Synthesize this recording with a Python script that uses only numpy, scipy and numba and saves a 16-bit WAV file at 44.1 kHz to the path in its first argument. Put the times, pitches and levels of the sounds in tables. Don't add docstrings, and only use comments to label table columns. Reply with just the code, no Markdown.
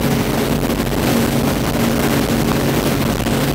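import sys
import numpy as np
from scipy import signal
from scipy.fft import rfft, irfft
from scipy.io import wavfile
from scipy.ndimage import uniform_filter1d
from numba import njit

SR = 44100
rng = np.random.default_rng(int(sys.argv[2]) if len(sys.argv) > 2 else 0)


def amplitude_ratio(level_db):
    exponent = np.asarray(level_db, float) / 20
    return 10 ** exponent


def store_wav(level_fs):
    pcm = np.round(np.clip(np.atleast_2d(level_fs), -1, 1) * 32767)
    wavfile.write(sys.argv[1], SR, pcm.T.astype(np.int16))


N = 156114
RAIL = 0.35


def level(x, rms_db):
    return x * amplitude_ratio(rms_db) / np.sqrt(np.mean(x ** 2))


@njit
def svf(x, hz, width_hz, high):
    y, band, low = np.empty(len(x)), 0., 0.
    g, k = np.tan(np.pi * hz / SR), width_hz / hz
    for i in range(len(x)):
        v = (band + g * (x[i] - low)) / (1 + g * (g + k))
        y[i] = high * (x[i] - k * v - low - g * v) + (1 - high) * k * v
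        band, low = 2 * v - band, low + 2 * g * v
    return y


def bandpass(x, hz, width_hz):
    return svf(x, float(hz), float(width_hz), 0.)


def walk(rate_hz):
    hold = int(SR / rate_hz)
    steps = np.repeat(rng.standard_normal(N // hold + 1), hold)
    slewed = uniform_filter1d(uniform_filter1d(steps, hold), hold)[:N]
    return slewed / slewed.std()


def engine(shaft_hz, wander, flutter_db, orders):
    shaft_rad = 2 * np.pi * np.cumsum(shaft_hz * (1 + wander * walk(4))) / SR
    drone = np.zeros(N)
    for order, rms_db in orders:
        gain = np.sqrt(2) * amplitude_ratio(rms_db + flutter_db * walk(9))
        drone += gain * np.sin(order * shaft_rad + 2 * np.pi * rng.random())
    return drone


def biplane():
    # order in multiples of shaft speed, rms level in dB.
    biplane_orders = [(2, -30), (3, -21.5), (6, -24), (9, -28.5), (12, -35)]
    return engine(shaft_hz=46.44, wander=.003, flutter_db=1.2, orders=biplane_orders)


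def own_engine(t):
    # order in multiples of shaft speed, rms level in dB.
    own_orders = [(3, -31), (4.5, -41.5), (6, -21), (8, -37.5), (12, -42.5), (14, -34.5), (15, -40),
                  (16, -40)]
    # time in seconds, sixth-order pitch in Hz, level in dB.
    doorway = [(0.02, 232.4, -17), (0.5, 231.0, -30), (0.51, 230.5, -16), (0.58, 230.6, -24),
               (0.71, 230.6, -19), (1.09, 230.8, -23.5), (1.16, 230.6, -13), (1.66, 230.7, -25),
               (1.87, 230.7, -13.5), (1.96, 230.6, -20), (2.23, 230.8, -22.5), (2.31, 230.7, -28),
               (2.32, 230.6, -18), (3.05, 230.7, -25.5), (3.08, 230.8, -12), (3.17, 230.1, -39),
               (3.29, 230.6, -12.5), (3.5, 230.8, -36)]
    follow = .8
    time_s, _, level_db = np.array(doorway).T
    swell_db = follow * np.interp(t, time_s, level_db - np.median(level_db))
    return amplitude_ratio(swell_db) * engine(shaft_hz=38.49, wander=.0002, flutter_db=.6, orders=own_orders)


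def slipstream():
    # frequency in Hz, density in dB per Hz.
    colour = [(90, -8.5), (250, -7), (500, -14.5), (1000, -21.5), (3000, -27.5), (6000, -33.5),
              (10000, -36), (17000, -38.5)]
    swell_db, eddy_db, flicker_db = .3, 1.5, .8
    colour_hz, colour_db = np.array(colour).T
    shared_db = swell_db * walk(2.85) + eddy_db * walk(90)
    roar = np.zeros(N)
    for hz in 90 * 2 ** np.arange(0, 7.6, 1 / 2):
        band_db = np.interp(np.log(hz), np.log(colour_hz), colour_db) + shared_db + flicker_db * walk(12)
        band = bandpass(bandpass(rng.standard_normal(N), hz, hz / 2), hz, hz / 2)
        roar += amplitude_ratio(band_db) * band
    return level(roar, -17.5)


def gusty_air(t):
    # time in seconds, level in dB.
    gusts = [(0, 1), (.25, 0.), (.5, 0.5), (.8, 1), (1.15, 3.5), (1.5, 1), (1.85, .5), (2.1, 2), (2.5, 1.),
             (2.9, 2.5), (3.3, 1), (3.54, 2.5)]
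    presence_db, presence_hz, presence_width_hz = 7, 14300, 3500
    gust_s, gust_db = np.array(gusts).T
    air = amplitude_ratio(np.interp(t, gust_s, gust_db)) * slipstream()
    return air + amplitude_ratio(presence_db) * bandpass(air, presence_hz, presence_width_hz)


def knock(t):
    start_s, peak_db, hz, t60_s = 2.5168, 5, 1150, .01
    age_s = np.maximum(t - start_s, 0)
    envelope = (age_s < 2 / hz) * 1000. ** (-age_s / t60_s)
    return -amplitude_ratio(peak_db) * envelope * np.sin(2 * np.pi * hz * age_s)


def throb(t):
    # main crest in seconds, signed size re the rail, pitch in Hz, length in seconds.
    strong_swings = [(.003, 1.8, 46, .02), (.327, 1.6, 40, .035), (.505, -1.6, 48, .022),
                     (.6079, -2.25, 45, .095), (.6765, 3., 42, .034), (.7634, -1.9, 49, .085),
                     (.8587, 2.9, 42, .022), (.8983, 2.2, 46, .065), (.9591, 3., 42, .024),
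                     (1.0135, 1.6, 46, .04), (1.2686, 2.3, 44, .025), (1.3033, -1.6, 46, .04),
                     (1.4286, 2.4, 45, .024), (1.5904, -1.6, 46, .03), (1.6604, 2.7, 50, .04),
                     (1.7171, 3., 42, .034), (1.9876, 2.3, 44, .024), (2.021, -2.2, 46, .03),
                     (2.0913, 2., 46, .03), (2.2041, -2.7, 46, .02), (2.2821, -3.2, 44, .036),
                     (2.3629, 1.5, 48, .02), (2.5232, 1.9, 46, .025), (2.8247, 1.9, 47, .065),
                     (3.0459, 3., 42, .022), (3.1437, 2.4, 44, .022), (3.1758, -3.3, 41, .055),
                     (3.2139, -3.2, 40, .024), (3.2443, 3.6, 38, .036), (3.5306, -2.8, 46, .045)]
    ring_hz, ring_width_hz, ring_db = 49, 11.2, -14.5
    rumble_hz, rumble_db = 26.5, -19.5
    duck = .95

    swings, busy = np.zeros(N), np.zeros(N)
    for crest_s, size, hz, length_s in strong_swings:
        age_s = t - crest_s
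        shape = np.cos(np.pi * np.clip(age_s / length_s, -.5, .5)) ** 0.64
        swings += RAIL * size * shape * np.cos(2 * np.pi * hz * age_s)
        busy = np.maximum(busy, shape)

    ring = bandpass(rng.standard_normal(N), ring_hz, ring_width_hz)
    ring = bandpass(ring, ring_hz, 4.1 * ring_width_hz)
    rumble = bandpass(rng.standard_normal(N), rumble_hz, rumble_hz)
    rumble = bandpass(rumble, rumble_hz, rumble_hz)
    loose = level(ring, ring_db) + level(rumble, rumble_db)
    return swings + (1 - duck * busy) * loose


def scene():
    t = np.arange(N) / SR
    return (biplane() + own_engine(t) + gusty_air(t) + knock(t) + throb(t))[None]


def band_limit(x):
    return signal.sosfilt(signal.butter(12, 16960, fs=SR, output="sos"), x)


def record(dry):
    knee = 18.7
    lowcut_hz, lowcut_damp, hiss_db = 114., 1.54, -64
    top_hz, end_hz, edge_width_hz = 15780, 16600, 60
    shelf_db, splash_s, splash_share = -16, .04, .47

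    railed = dry[0] / (1 + np.abs(dry[0] / RAIL) ** knee) ** (1 / knee)
    cut = svf(railed, lowcut_hz, lowcut_damp * lowcut_hz, 1.)
    cut = cut + level(rng.standard_normal(N), hiss_db)

    hz, spectrum = np.arange(N // 2 + 1) * SR / N, rfft(cut)

    def fall(edge_hz):
        return np.clip(1 / 2 - (hz - edge_hz) / (4 * edge_width_hz), 0, 1) ** 2

    overload = uniform_filter1d(1. * (np.abs(dry[0]) > RAIL), int(splash_s * SR))
    opening = np.clip(10 * (overload - splash_share), 0, 1)
    splash = opening * irfft(spectrum * fall(end_hz) * (1 - fall(top_hz)), N)
    mix = irfft(spectrum * fall(top_hz), N) + amplitude_ratio(shelf_db) * splash
    return band_limit(mix[None])


dry = scene()
out = record(dry)
store_wav(out)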